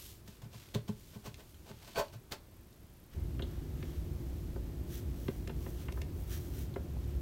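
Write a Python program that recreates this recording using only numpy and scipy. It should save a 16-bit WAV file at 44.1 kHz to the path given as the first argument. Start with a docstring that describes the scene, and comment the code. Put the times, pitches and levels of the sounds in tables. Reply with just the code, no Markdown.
"""A small, dry room, one microphone close to a wooden cabinet, then down by the floor.
A leather-gloved hand feels its way up the cabinet and settles on top: pats thud in the panels, leather
scuffs, seams tick. Then, over a louder ventilation rumble, someone in rubber boots shifts onto one leg:
the rubber ticks as it lets go, the floor knocks back and trouser cloth swishes.
A faint, very high whine flickers behind it all."""
import sys
import numpy as np
from scipy import signal
from scipy.fft import rfft, irfft, next_fast_len
from scipy.io import wavfile
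from scipy.ndimage import uniform_filter1d

SR = 44100
rng = np.random.default_rng(int(sys.argv[2]) if len(sys.argv) > 2 else 0)


def generate_wav(sig):
    """Save sig (samples, or channels by samples) to the path in sys.argv[1] as 16-bit PCM at SR."""
    pcm = np.round(np.clip(np.atleast_2d(sig).T, -1, 1) * 32767).astype(np.int16)
    wavfile.write(sys.argv[1], SR, pcm)


N = 317961


def amp(db):
    """Decibels to gain."""
    return 10 ** (np.asarray(db) / 20)


def unit_rms(x):
    """Scales to rms 1."""
    return x / np.sqrt(np.mean(x ** 2) + 1e-20)


def unit_peak(x):
    """Scales to peak 1."""
    return x / (abs(x).max() + 1e-20)


def unit_tick(x):
    """Scales to the energy of 10 ms at rms 1."""
    return x / np.linalg.norm(x) * np.sqrt(SR / 100)


def decay(t, t60_s):
    """Envelope that falls 60 dB in t60_s."""
    return np.exp(-np.log(1000) * t / t60_s)


def add(mix, start_s, sound):
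    """Mixes a sound in at a time."""
    part = mix[max(round(start_s * SR), 0):][:len(sound)]
    part += sound[:len(part)]


def coloured(x, spectrum):
    """Shapes x by (freq_hz, level_db) points, at rms 1."""
    hz, db = np.transpose(spectrum)
    bins_hz = np.fft.rfftfreq(len(x), 1 / SR)
    gain = amp(np.interp(np.log(bins_hz + 1), np.log(hz), db))
    return unit_rms(irfft(rfft(x) * gain, len(x)))


def filtered(x, hz, kind, order=2):
    """Causal low-, high- or band-pass."""
    sos = signal.butter(order, np.clip(hz, 10, .48 * SR), kind, fs=SR, output="sos")
    return signal.sosfilt(sos, x)


def ringing(modes, flex_db=0):
    """A struck body: dying sines, neighbours swinging opposite ways; flex_db weights the lowest two."""
    t = np.arange(SR // 3) / SR
    return sum((-1) ** k * amp(db + flex_db * (k < 2)) * decay(t, t60_s) * np.sin(2 * np.pi * hz * t)
               for k, (hz, db, t60_s) in enumerate(modes))


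def slips(size, spread_db=4):
    """Countless tiny stick-slip releases of uneven strength."""
    noise = rng.standard_normal(size)
    strength_db = spread_db * np.minimum(rng.exponential(1, size), 4)
    return unit_rms(noise * amp(strength_db))


def tick(low_hz, high_hz, t60_s, snap, skirt_db):
    """A snap and its brief scatter in one band, with a weaker skirt an octave to each side."""
    t = np.arange(SR // 10) / SR
    burst = rng.standard_normal(len(t)) * decay(t, t60_s)
    burst[0] = 2 * snap
    burst = filtered(burst, 1.05 * low_hz, "lowpass", order=1)  # soft materials favour the low end
    core = filtered(burst, [low_hz, high_hz], "bandpass", order=3)
    skirt = filtered(burst, [low_hz / 2, high_hz * 2], "bandpass")
    return unit_tick(core + amp(skirt_db) * skirt)


# Room tone by the cabinet; ventilation rumble and hiss down by the floor: freq_hz, level_db
CABINET_AIR = [(15, -74), (25, -5), (71, 1), (116, -4.5), (274, -14), (349, -11.5), (389, -14.5),
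               (509, -21.5), (552, -20), (722, -24.5), (2120, -31), (7700, -35.5), (10600, -35.5),
               (15500, -35.5)]
VENT_RUMBLE = [(20, -22), (31, -8), (39, -27), (50, 0.5), (65, 3), (90, -4), (125, -9), (160, -9.5),
               (200, -17.5), (280, -17), (370, -19.5), (430, -26), (650, -32), (1000, -40), (2000, -55)]
VENT_HISS = [(500, -15), (1000, 2), (2000, 1.5), (4000, -2), (7500, -6), (10300, -9), (13000, -3.5),
             (16000, -7.5)]

def room_tone(floor_from_s=3.147, hum_hz=348, waver_hz=5):
    """Quiet air by the cabinet gives way abruptly to ventilation by the floor, with a wavering hum."""
    quiet, rumble, hiss, drift = rng.standard_normal((4, N))
    pitch_hz = hum_hz + waver_hz * unit_rms(filtered(drift, 12.2, "lowpass"))
    hum = amp(-57.5) * unit_rms(np.sin(2 * np.pi * np.cumsum(pitch_hz) / SR))
    vent = amp(-39) * coloured(rumble, VENT_RUMBLE) + amp(-64) * coloured(hiss, VENT_HISS) + hum
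    still_air = amp(-56) * coloured(quiet, CABINET_AIR)
    at_floor = np.clip((np.arange(N) / SR - floor_from_s) / .0026, 0, 1)
    return (1 - at_floor) * still_air + at_floor * vent


def whine(blips_per_s=30, centre_hz=13050, settle_s=2.5):
    """A faint, very high whine flickers: scattered in pitch at first, then steadier and a little louder."""
    out = np.zeros(N)
    t = np.arange(round(.012 * SR)) / SR
    times = np.arange(0, N / SR, 1 / blips_per_s)
    for start_s, (detune, swell, lag) in zip(times, rng.standard_normal((len(times), 3))):
        scatter_hz, level_db = (450, -68) if start_s < settle_s else (100, -64)
        blip = np.hanning(len(t)) * np.sin(2 * np.pi * (centre_hz + scatter_hz * detune) * t)
        add(out, start_s + .0043 * lag, amp(level_db + 2 * swell) * blip)
    return out


def walls(x, t60_s=.2, band_hz=(300, 5000), echoes_per_s=2500):
    """Close walls return a short, dull tail of sparse reflections, from 3 ms after the direct sound."""
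    t = np.arange(SR // 2) / SR
    signs = rng.choice([-1., 1.], len(t))
    arrivals = (rng.random(len(t)) < echoes_per_s / SR) & (t > .003)
    tail = filtered(signs * arrivals * decay(t, t60_s), band_hz, "bandpass", order=1)
    return signal.fftconvolve(x, tail / np.linalg.norm(tail))[:N]


def stroke(spectrum, peak_s, level_db, rise_s, fall_s, tilt_db_per_octave, catch_db=1.5, catch_hz=89.5):
    """Friction hiss follows the speed of one movement, catching unevenly; returns start_s, sound."""
    t = np.arange(-round(3 * rise_s * SR), round(3 * fall_s * SR)) / SR
    speed = np.exp(-(t / np.where(t < 0, rise_s, fall_s)) ** 2)
    tilted = [(hz, db + tilt_db_per_octave * np.log2(hz)) for hz, db in spectrum]
    hiss = coloured(slips(next_fast_len(len(t))), tilted)[:len(t)]
    flutter_db = catch_db * unit_rms(filtered(rng.standard_normal(len(t)), catch_hz, "lowpass"))
    sound = amp(level_db + flutter_db) * speed * hiss
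    return peak_s + t[0], sound[peak_s + t >= 0]


# Hiss of rubbing trouser cloth: freq_hz, level_db
CLOTH_HISS = [(600, -32), (1200, -0.5), (1800, 0), (2400, -3), (3200, 2), (4800, -3), (5800, 1), (7500, -3),
              (10300, -4), (12500, 0), (16000, 0.5)]
# Resonances of the weave, relative to the hiss at its loudest: centre_hz, width_hz, level_db
WEAVE = [(1750, 420, -14), (5780, 300, -11.5)]
# Swishes of the leg, close by: peak_s, level_db, half_length_s, tilt_db_per_octave
SWISHES = [(3.134, -61, 0.019, -4), (3.529, -64.5, 0.12, -4.5), (3.894, -62, 0.14, -2.5),
           (4.299, -67.5, 0.47, 0), (4.954, -51.5, 0.061, 0.1), (5.268, -60, 0.19, 1.5),
           (5.67, -57.5, 0.1, 1), (5.814, -57, .055, -1), (5.974, -62, 0.058, 2), (6.207, -58, 0.066, 4),
           (6.338, -47.5, 0.048, 0), (6.436, -56.5, 0.089, 1), (6.591, -53, 0.071, 0.5),
           (7.079, -66, .11, -3.5)]

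def trousers():
    """Cloth swishes as the leg lifts and sways; the weave sings with the square of the hiss level."""
    hiss = np.zeros(N)
    for peak_s, level_db, half_s, tilt in SWISHES:
        add(hiss, *stroke(CLOTH_HISS, peak_s, level_db, half_s, half_s, tilt))
    envelope = np.sqrt(abs(uniform_filter1d(hiss ** 2, size=SR // 100)))
    weave = np.zeros(N)
    for centre_hz, width_hz, level_db in WEAVE:
        band_hz = [centre_hz - width_hz / 2, centre_hz + width_hz / 2]
        weave += amp(level_db) * unit_rms(filtered(rng.standard_normal(N), band_hz, "bandpass"))
    return hiss + envelope * unit_peak(envelope) * weave


# Hiss of leather sliding on wood: freq_hz, level_db
GLOVE_HISS = [(500, -31), (1000, -6), (1800, -6), (3200, 0.5), (6000, -2.5), (8000, -4.5), (10300, -7.5),
              (12500, -3), (16000, -9.5)]
# Slides on the cabinet's door and top: peak_s, level_db, rise_s, fall_s, tilt_db_per_octave
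GLOVE_SLIDES = [(.04, -52.5, 0.11, 0.11, 2.3), (0.289, -62, 0.029, 0.099, 0), (.54, -59, 0.022, 0.21, -1.6),
                (1.08, -63.5, 0.2, 0.19, 1), (1.38, -67, 0.071, 0.37, 2), (1.95, -59.5, 0.19, .14, -2)]

def glove_slides():
    """The glove slides softly between its pats."""
    out = np.zeros(N)
    for slide in GLOVE_SLIDES:
        add(out, *stroke(GLOVE_HISS, *slide))
    return out


# Modes of the floor under the boot: pitch_hz, level_db, t60_s
FLOOR_MODES = [(139, 3, 0.061), (237, 1, 0.061), (380, 3, 0.055), (463, -5, 0.057), (539, -4, 0.086),
               (693, -3.5, 0.038), (964, -1.5, 0.032)]
# Boot ticks, close by: start_s, level_db, low_hz, high_hz, t60_s, knock_db, knock_cutoff_hz
BOOT_TICKS = [(3.394, -50.5, 696, 3870, 0.035, -35.5, 790), (3.4218, -47, 2930, 4380, .034, -35, 600),
              (3.8272, -54.5, 1090, 5000, .02, -37, 500), (4.56, -58, 500, 2000, 0.03, -36, 800),
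              (5.2825, -48.5, 910, 5100, 0.018, -22, 410), (5.4749, -51.5, 1070, 10200, 0.016, -37, 600),
              (5.496, -52.5, 700, 3620, 0.044, -34.5, 600), (5.6629, -54, 710, 2860, .03, -36.5, 794),
              (5.8847, -50, 920, 3200, .035, -41, 910), (5.9228, -55.5, 2080, 15000, .01, -40.5, 900),
              (5.9735, -54, 700, 2000, .045, -41, 900), (6.0166, -51, 1860, 16000, .014, -42.5, 1100),
              (6.74, -61, 3160, 4400, 0.022, -52, 900), (6.7606, -48, 520, 2620, 0.027, -27.5, 1000),
              (6.9668, -57, 595, 1100, .02, -41.5, 800)]

def boots(echo_s=.0024, shell_hz=2730):
    """Rubber lets go with a tick that can ring the boot's hard shell; the floor answers with a knock."""
    out = np.zeros(N)
    floor = ringing(FLOOR_MODES)
    shell = unit_tick(ringing([(shell_hz, 0, .018)]))
    for start_s, level_db, low_hz, high_hz, t60_s, knock_db, cutoff_hz in BOOT_TICKS:
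        for delay_s, path_db in [(0, -2.5), (echo_s, -1)]:  # straight to the microphone, then off a corner
            release = tick(low_hz, high_hz, t60_s, snap=3.7, skirt_db=-15)
            add(out, start_s + delay_s, amp(level_db + path_db) * release)
        if low_hz < shell_hz < high_hz:
            add(out, start_s, amp(level_db - 8.5) * shell)
        knock = unit_peak(filtered(floor, [cutoff_hz / 4, cutoff_hz], "bandpass"))
        add(out, start_s + .0015, amp(knock_db) * knock)
    return out


# Modes of the cabinet and its top: pitch_hz, level_db, t60_s
CABINET_MODES = [(115.7, 7, 0.14), (150, 2, 0.19), (206.4, 6.5, 0.11), (250, -27, 0.038), (390, 2.5, 0.037),
                 (422, 4.5, 0.096), (528, 3, 0.04), (599, -0.5, 0.059), (667, -1.5, 0.065),
                 (877, -7, 0.076), (973, 2, 0.049), (990, 4.5, 0.033), (1055, -8, 0.079),
                 (1123, -9.5, 0.083), (1270, -17, 0.062), (1526, -7, 0.049), (1653, -24.5, 0.14),
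                 (2520, -15, 0.094), (4350, -25, 0.078), (4500, -7, 0.069)]
# Rasp of leather pressed on wood: freq_hz, level_db
LEATHER_RASP = [(300, 8.5), (700, 6), (1300, -1), (2000, -1.5), (3300, -0.5), (4600, -4), (6000, -4.5),
                (8500, -9), (10300, -13.5), (12500, -10), (16000, -10.5)]

def scuff(peak_s, rasp_db, rise_s, t60_s, wood_db):
    """Slipping leather rasps directly and sets the cabinet ringing; returns start_s, sound."""
    t = np.arange(-SR // 10, SR // 4) / SR
    upper_modes = filtered(ringing(CABINET_MODES), 520, "highpass", order=5)
    upper_modes = filtered(upper_modes, 3500, "lowpass")
    pressure = np.where(t < 0, np.exp(-(t / rise_s) ** 2), decay(abs(t), t60_s))
    rasp = coloured(slips(len(t), spread_db=3.5), LEATHER_RASP) * pressure
    wood = signal.fftconvolve(slips(len(t)) * pressure, upper_modes)[:len(t)]
    wood = unit_rms(wood) * np.sqrt(np.mean(pressure ** 2))
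    return peak_s + t[0], amp(rasp_db) * rasp + amp(wood_db) * wood


# Fingers dragged over the top: peak_s, rasp_db, rise_s, wood_db
DRAGS = [(1.404, -56.5, 0.027, -62), (1.83, -56.5, 0.012, -64), (1.882, -51, .012, -62),
         (1.97, -45, 0.015, -33), (1.999, -37, 0.026, -32.5), (2.326, -39.5, 0.01, -49.5)]
# Glove seams catching the wood: start_s, level_db, centre_hz, width_octaves
SEAM_TICKS = [(0.2765, -66, 1800, 2.5), (0.7428, -52, 3700, .6), (0.7485, -43, 3770, 0.62),
              (1.3433, -54, 4600, 2.1), (1.544, -65, 3300, .4), (1.715, -55.5, 1800, 3.5),
              (1.959, -48, 2600, 1.1), (2.083, -63, 4180, 1.4), (2.322, -43, 3900, .9),
              (2.7278, -69, 6100, 1.8)]

def fingers():
    """The fingers drag over the wood, and their seams tick on it."""
    out = np.zeros(N)
    for peak_s, rasp_db, rise_s, wood_db in DRAGS:
        add(out, *scuff(peak_s, rasp_db, rise_s, t60_s=.11, wood_db=wood_db))
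    for start_s, level_db, centre_hz, width_octaves in SEAM_TICKS:
        edge_ratio = 2 ** (width_octaves / 2)
        seam = tick(centre_hz / edge_ratio, centre_hz * edge_ratio, t60_s=.028, snap=5.3, skirt_db=-5)
        add(out, start_s, amp(level_db) * seam)
    return out


# Pats on the cabinet, close by: touch_s, rasp_db, rise_s, thud_db, cutoff_hz, flex_db
PATS = [(.279, -55.5, 0.0042, -46.5, 302, -5), (0.42, -55, 0.0029, -41.5, 198, 14),
        (.445, -60, .004, -43, 148, -2), (0.537, -59.5, 0.01, -40.5, 140, 1),
        (0.749, -42.5, 0.0069, -25.5, 490, 2.5), (.885, -48.5, 0.0059, -27, 187, -11),
        (1.154, -58, 0.031, -39, 284, -4.5), (1.268, -47, 0.022, -39.5, 407, 2),
        (1.7, -54, 0.037, -42, 500, 1), (2.138, -52.5, 0.011, -40, 110, 7)]

def pats(landing_cycles=1.15, knuckle_hz=(764, 1500)):
    """Leather scuffs first; the padded hand pushes the low modes and its bones knock the middle ones."""
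    out = np.zeros(N)
    knuckle = unit_peak(filtered(ringing(CABINET_MODES), knuckle_hz, "bandpass", order=3))
    for touch_s, rasp_db, rise_s, thud_db, cutoff_hz, flex_db in PATS:
        add(out, *scuff(touch_s, rasp_db, rise_s, t60_s=.12, wood_db=rasp_db - 7.5))
        thud = filtered(ringing(CABINET_MODES, flex_db), cutoff_hz, "lowpass")
        thud = unit_peak(filtered(thud, 86, "highpass"))
        add(out, touch_s + landing_cycles / cutoff_hz, amp(thud_db) * thud)  # a softer pat lands later
        add(out, touch_s, amp(thud_db - 17.5) * knuckle)
    return out


def scene():
    """Hand and boots up close, the walls faint behind them, over the room tone; mono."""
    hand = pats() + fingers()
    feet = boots()
    reflections = walls(amp(-13) * hand + amp(-13.5) * feet)
    return (hand + feet + reflections + glove_slides() + trousers() + room_tone() + whine())[None]


def record(dry):
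    """The recorder cuts off steeply at 15.9 kHz."""
    lowpass = signal.firwin(511, 15900, window=("kaiser", 9), fs=SR)
    return signal.oaconvolve(dry, lowpass[None], "same")


dry = scene()
out = record(dry)
generate_wav(out)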